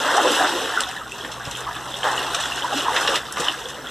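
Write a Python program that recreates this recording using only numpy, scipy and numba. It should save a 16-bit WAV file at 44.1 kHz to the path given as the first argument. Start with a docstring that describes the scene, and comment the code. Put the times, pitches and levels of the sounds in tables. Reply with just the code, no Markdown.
"""A small concrete tank outdoors, heard in stereo from beside the water.
A framed hand net is swept through, then lifted so that water drains through the mesh.
Clouds of bubbles ring (deep slosh, splash, fine spray), with large gulps, drips and slaps on top.
The tank walls give short echoes; far off, an engine hums and slowly speeds up."""
import sys
import numpy as np
from scipy import signal
from scipy.fft import rfft, irfft, next_fast_len
from scipy.io import wavfile
from numba import njit

SR = 44100
rng = np.random.default_rng(int(sys.argv[2]) if len(sys.argv) > 2 else 0)


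def transcribe(signal):
    """Save signal, clipped to [-1, 1], as a 16-bit WAV file at the path in sys.argv[1]."""
    frames = np.atleast_2d(signal).T
    limited = np.clip(frames, -1, 1)
    pcm = np.round(limited * 32767).astype(np.int16)
    wavfile.write(sys.argv[1], SR, pcm)


N = 171990

# The water at the net. Each row: time in seconds, then the slosh, splash and spray levels in dB.
STIRRING = [(0.0, -30.5, -23.5, -26.5), (0.15, -28.5, -18.5, -26), (0.21, -28, -21.5, -26.5),
            (0.25, -22, -19.5, -25), (0.35, -27.5, -23.5, -22), (0.445, -26.5, -18.5, -25),
            (0.48, -29, -24.5, -27.5), (0.64, -30.5, -27, -29), (0.8, -39, -26.5, -30),
            (0.88, -46.5, -33, -36.5), (1.07, -47.5, -38.5, -45), (1.2, -44, -35.5, -38),
            (1.41, -43.5, -35, -41), (1.55, -43, -34, -33.5), (1.68, -42.5, -32.5, -40.5),
            (1.92, -41.5, -33, -35.5), (2.025, -45.5, -32, -35), (2.045, -29, -19.5, -28.5),
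            (2.14, -36, -24, -30.5), (2.3, -37.5, -28.5, -31.5), (2.44, -41, -27.5, -28.5),
            (2.59, -39, -30.5, -31.5), (2.7, -39, -28, -33), (2.77, -34, -26.5, -24),
            (2.87, -35.5, -27, -32.5), (2.98, -32, -22.5, -25.5), (3.16, -31.5, -24, -27),
            (3.22, -46.5, -35, -38.5), (3.35, -43.5, -33.5, -39), (3.4, -31, -25, -28.5),
            (3.47, -35.5, -24, -30), (3.53, -41, -32, -35.5), (3.67, -43, -34.5, -37),
            (3.78, -43, -37, -42), (3.9, -39.5, -35, -39)]
def stirred_water():
    """The net stirs air into the water: three clouds of bubbles, the smallest ringing highest."""
    slosh = cloud(curve(STIRRING, 1), 238, 618, per_s=295, cycles=5.5,
                  scatter_db=3.5, octave_db=7, spurt_db=3.5, gain_db=-.5)
    splash = cloud(curve(STIRRING, 2), 653.5, 2144, per_s=1195, cycles=3,
                   scatter_db=3, octave_db=1, spurt_db=-22.5, gain_db=-3.5)
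    spray = cloud(curve(STIRRING, 3), 2440, 14002, per_s=4804.5, cycles=3,
                  scatter_db=2.5, octave_db=-3, spurt_db=4.5, gain_db=2.12)
    return slosh + splash + spray

def cloud(level_db, lo_hz, hi_hz, per_s, cycles, scatter_db, octave_db, spurt_db, gain_db):
    """Bubbles of random size; stronger stirring makes both more and louder ones."""
    pick, when, pitch, strength, length = rng.random((30000, 5)).T
    crowding = undb(level_db) ** .7  # relative bubble rate
    live = pick < per_s * N / SR / len(pick)
    starts = np.searchsorted(np.cumsum(crowding) / crowding.sum(), when[live])
    hz = lo_hz * (hi_hz / lo_hz) ** pitch[live]
    scatter = np.minimum(-np.log(1 - strength[live]), 3.5)  # many faint, a few loud
    gains = undb(scatter_db * scatter + octave_db * np.log2(hz / lo_hz))
    gains *= np.sqrt(hz / crowding[starts]) * spurts(spurt_db, level_db)[starts]
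    decay_cycles = cycles * 2 ** (2 * length[live] - 1)
    bubbles = ring(starts, hz, decay_cycles, gains)
    return unit(band(bubbles, lo_hz * .89, hi_hz * .95, order=3)) * undb(level_db + gain_db)

@njit
def ring(starts, hz, decay_cycles, gains):
    """Each bubble is a decaying sine whose pitch rises as it nears the surface."""
    out = np.zeros(N)
    glide = .042  # relative rise in pitch per decay time
    for k in range(len(starts)):
        life, phase = decay_cycles[k] * SR / hz[k], 0.
        for i in range(min(int(6 * life), N - starts[k])):
            phase += 2 * np.pi * hz[k] / SR * (1 + glide * i / life)
            out[starts[k] + i] += gains[k] * np.exp(-i / life) * np.sin(phase)
    return out

def spurts(db, level_db, per_s=24, decay_s=.0081, merge_db=-29):
    """Gain that jumps as a clump of water lands, then falls back; in a heavy flow the clumps merge."""
    when, size = rng.random((2, N))
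    landings = (when < per_s / SR) * (.5 + size / 2)
    landings /= 1 + undb(level_db - merge_db) ** 2
    return 1 + undb(db) * signal.lfilter([1], [1, -np.exp(-1 / (decay_s * SR))], landings)

# Large air pockets in the tank. Each row: time of the peak in seconds, pitch in Hz, peak level in dB.
AIR_POCKETS = [(.18, 778, -8), (.181, 1106, -16.5), (.257, 506, -13.5), (.256, 1015, -14.5),
               (0.398, 1660, -13.5), (.416, 762, -10), (0.429, 287, -23.5), (.557, 360, -23),
               (.64, 507, -20.5), (0.74, 1740, -23.5), (.775, 1400, -10.5), (0.966, 1790, -22.5),
               (1.016, 1276, -26.5), (1.67, 1156, -19.5), (1.69, 940, -24), (2.053, 960, -16),
               (2.089, 955, -20), (2.13, 858, -19.5), (2.645, 963, -16.5), (2.73, 784, -17),
               (2.765, 280, -22.5), (2.858, 1010, -18), (2.885, 1010, -11), (2.968, 1850, -11),
               (3.406, 474, -23)]
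def gulps(spread_s=.015, spread_octaves=.16):
    """Trapped air rings as one large bubble, and four quieter pieces break off it."""
    out = np.zeros(N)
    for s, hz, db in AIR_POCKETS:
        out += bubble(s, hz, db, swell_cycles=3)
        for late, sharp in rng.uniform(-1.1, 1, size=(4, 2)) * np.sqrt(2):
            out += bubble(s + spread_s * late, hz * 2 ** (spread_octaves * sharp), db - 8.5, swell_cycles=1)
    return out

# Drips on the surface. Each row: time of the peak in seconds, pitch in Hz, peak level in dB.
PLINKS = [(.836, 3480, -12.5), (1.1201, 2640, -17.5), (1.21, 3220, -21.5), (1.552, 3150, -17),
          (1.766, 3500, -22.5), (1.918, 3500, -23), (1.942, 3350, -15.5), (2.032, 3110, -14),
          (2.1791, 2870, -12), (2.436, 3320, -18), (2.521, 2710, -14), (2.623, 3070, -14),
          (2.808, 2980, -15), (3.081, 2800, -10), (3.151, 2850, -12), (3.4842, 2940, -6.5),
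          (3.493, 2950, -20), (3.657, 3320, -19.5), (3.871, 3320, -20)]
def drips():
    """Each drip rings one small bubble, a high plink."""
    return sum(bubble(s, hz, db, swell_cycles=1.2, decay_cycles=7, glide=.025) for s, hz, db in PLINKS)

def bubble(peak_s, hz, db, swell_cycles, decay_cycles=5, glide=.04):
    """One bubble that swells, then rings down while its pitch rises."""
    age = (np.arange(N) / SR - peak_s) * hz  # in cycles from the peak
    sounding = (age > -2 * np.pi * swell_cycles) & (age < 10 * decay_cycles)
    age, out = age[sounding], np.zeros(N)
    envelope = np.exp(np.minimum(age / swell_cycles, -age / decay_cycles))
    phase = 2 * np.pi * age * (1 + glide * age / decay_cycles / 2)
    out[sounding] = undb(db) * envelope * np.sin(phase)
    return out

# Fine droplets landing. Each row: time in seconds, peak level in dB.
DROPLETS = [(.319, -10), (.922, -33), (1.12, -21), (1.48, -28), (1.571, -14.5), (1.606, -19), (1.903, -24),
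            (1.968, -23), (2.163, -17), (2.3495, -14), (2.56, -15), (3.159, -9), (3.324, -11),
            (3.7028, -18)]
def droplet_ticks(hz=8000, decay_s=.0025):
    """Fine droplets tick as they hit the water."""
    return impacts([(s, db, hz, decay_s) for s, db in DROPLETS], band_ratio=1.36, swell=.19)

# Slaps at the surface, then knocks from under it.
# Each row: time in seconds, peak level in dB, band centre in Hz, decay in seconds.
WATER_SLAPS = [(.1685, -9.5, 4930, 0.0068), (.8066, 1.5, 5660, 0.00087), (1.249, -17, 1470, 0.0032),
               (1.318, -20, 4400, 0.012), (1.512, -15.5, 4700, 0.0045), (2.0326, -15, 1440, 0.0013),
               (2.046, -16.5, 725, 0.021), (2.348, -6, 4460, 0.004), (2.406, -15, 4900, 0.015),
               (2.9645, -6, 2340, 0.005), (3.076, -5, 2800, 0.0054), (3.157, -4, 2930, 0.0064),
               (3.371, -13, 1500, 0.003), (3.4015, -8, 5800, 0.0065), (3.4845, -8, 2340, 0.0027)]
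NET_KNOCKS = [(1.472, -23.5, 96, 0.0068), (3.396, -22, 187, 0.0073)]
def slaps_and_knocks():
    """Water slaps the surface and the frame; the net knocks and plunges dully under water."""
    return impacts(WATER_SLAPS + NET_KNOCKS, band_ratio=1.72, swell=.32)

def impacts(rows, band_ratio, swell):
    """Short bursts of noise that swell for a share of their decay time, then die away."""
    out, t = np.zeros(N), np.arange(-SR // 50, SR // 5) / SR
    for s, db, hz, decay_s in rows:
        envelope = np.exp(np.minimum(t / swell, -t) / decay_s)
        burst = band(rng.standard_normal(len(t)) * envelope, hz / band_ratio, hz * band_ratio)
        add(out, s + t[0], burst * undb(db) / np.abs(burst).max())
    return out

# Echoes off the nearby concrete. Each row: delay in seconds, gain in dB.
WALL_ECHOES = [(.0068, -12), (0.0122, -11.5), (0.018, -12.5)]
# The side signal between the two microphones, mostly treble. 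Each row: frequency in Hz, gain in dB.
STEREO_SIDE = [(1700, -61), (3200, -34.5), (4400, -4), (12000, -7)]
def tank(water, wander_s=.001026, wander_hz=12.5, tail_t60_s=.16):
    """Wall echoes and a short tail; the splashes move about, so paths shift and the treble spreads."""
    samples, t = np.arange(N), np.arange(SR // 2) / SR
    echoes, tail, side = 0, 0, 0
    for delay_s, db in WALL_ECHOES:
        path_s = delay_s + wander_s * wander(wander_hz)
        echoes += undb(db) * np.interp(samples - SR * path_s, samples, water)
    places = np.array([wander(wander_hz) for _ in range(10)])  # shifting shares of ten spots in the tank
    places /= np.linalg.norm(places, axis=0)
    for share in places:
        late, early = rng.standard_normal((2, len(t)))
        late *= np.exp(-np.log(1000) * t / tail_t60_s) * (1 - np.exp(-t / .001))
        early *= np.exp(-t / .0018)
        tail += signal.oaconvolve(water * share, late / np.linalg.norm(late))[:N]
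        side += signal.oaconvolve(water * share, early / np.linalg.norm(early))[:N]
    mid = (water + echoes + undb(-9) * tail) * undb(-.5)
    return mid + colour(side, STEREO_SIDE) * np.array([[1], [-1]])

# An engine far off. Each row: time in seconds, firing rate in Hz, level of the second harmonic in dB.
ENGINE_RUN = [(0, 57, -52), (.9, 59.2, -51), (1.4, 61.55, -40), (2.55, 66.6, -41), (3.9, 67.7, -51.5)]
def distant_engine():
    """A wavering hum at the firing rate and, a little louder, its octave."""
    firing_hz = curve(ENGINE_RUN, 1) * (1 + .0045 * wander(top_hz=9.4))
    phase = 2 * np.pi * np.cumsum(firing_hz) / SR
    return undb(curve(ENGINE_RUN, 2)) * (undb(-3.5) * np.sin(phase) + np.sin(2 * phase))

# The open air around the tank. Each row: frequency in Hz, relative noise density in dB.
AIR_SPECTRUM = [(20, -13), (58, 8.5), (85, -0.5), (150, 2), (1000, -10), (3000, -14.5)]
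def outdoor_air():
    """Steady air noise, strongest in the bass."""
    return undb(-38.5) * unit(colour(rng.standard_normal(N), AIR_SPECTRUM))

def undb(db):
    return 10 ** (np.asarray(db) / 20)

def unit(x):
    return x / np.sqrt(np.mean(x ** 2))

def curve(table, column):
    """One column of a table, joined by straight lines in time."""
    rows = np.array(table, float)
    return np.interp(np.arange(N) / SR, rows[:, 0], rows[:, column])

def wander(top_hz):
    """Smooth random motion of spread 1."""
    hz = np.arange(N // 2 + 1) * SR / N
    return unit(irfft(rfft(rng.standard_normal(N)) * np.exp(-(hz / top_hz) ** 2), N))

def add(out, start_s, sound):
    """Mix a sound in at a time."""
    i = max(int(start_s * SR), 0)
    out[i:i + len(sound)] += sound[:max(N - i, 0)]

def band(x, lo_hz, hi_hz, order=2):
    """Band-pass."""
    edges_hz = [lo_hz, min(hi_hz, SR / 2 - 20)]
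    return signal.sosfilt(signal.butter(order, edges_hz, "band", fs=SR, output="sos"), x)

def colour(x, points):
    """Causal filter through (Hz, dB) points."""
    hz, db = np.array(points, float).T
    size = 2 * next_fast_len(N)
    bins_hz = np.maximum(np.arange(size // 2 + 1) * SR / size, 1)
    cepstrum = irfft(np.log(undb(np.interp(np.log(bins_hz), np.log(hz), db))))
    cepstrum[1:size // 2] *= 2  # fold to minimum phase
    cepstrum[size // 2 + 1:] = 0
    return irfft(rfft(x, size) * np.exp(rfft(cepstrum)))[..., :N]

def scene():
    """The water sounds inside the tank; engine and air lie behind it, in the centre."""
    water = stirred_water() + droplet_ticks() + gulps() + drips() + slaps_and_knocks()
    return tank(water) + distant_engine() + outdoor_air()

# The response of both microphones. Each row: frequency in Hz, gain in dB.
MIC_RESPONSE = [(100, -3.5), (1700, 3), (1980, -0.5), (2270, -8.5), (2750, -0.5), (3650, 0.5), (4100, -4.5),
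                (4550, -13), (5300, -4), (6000, -3.5), (6800, -8), (7900, -2), (9100, -9.5), (12300, -11),
                (14300, -11)]
def record(dry):
    """The microphones' uneven treble, less bass on the left, and a steep top cut."""
    left_bass_hz, top_hz = 81, 14300
    left, right = colour(dry, MIC_RESPONSE)
    left = signal.sosfilt(signal.butter(1, left_bass_hz, "high", fs=SR, output="sos"), left)
    return signal.sosfilt(signal.ellip(10, .2, 80, top_hz, fs=SR, output="sos"), np.array([left, right]))

dry = scene()
out = record(dry)
transcribe(out)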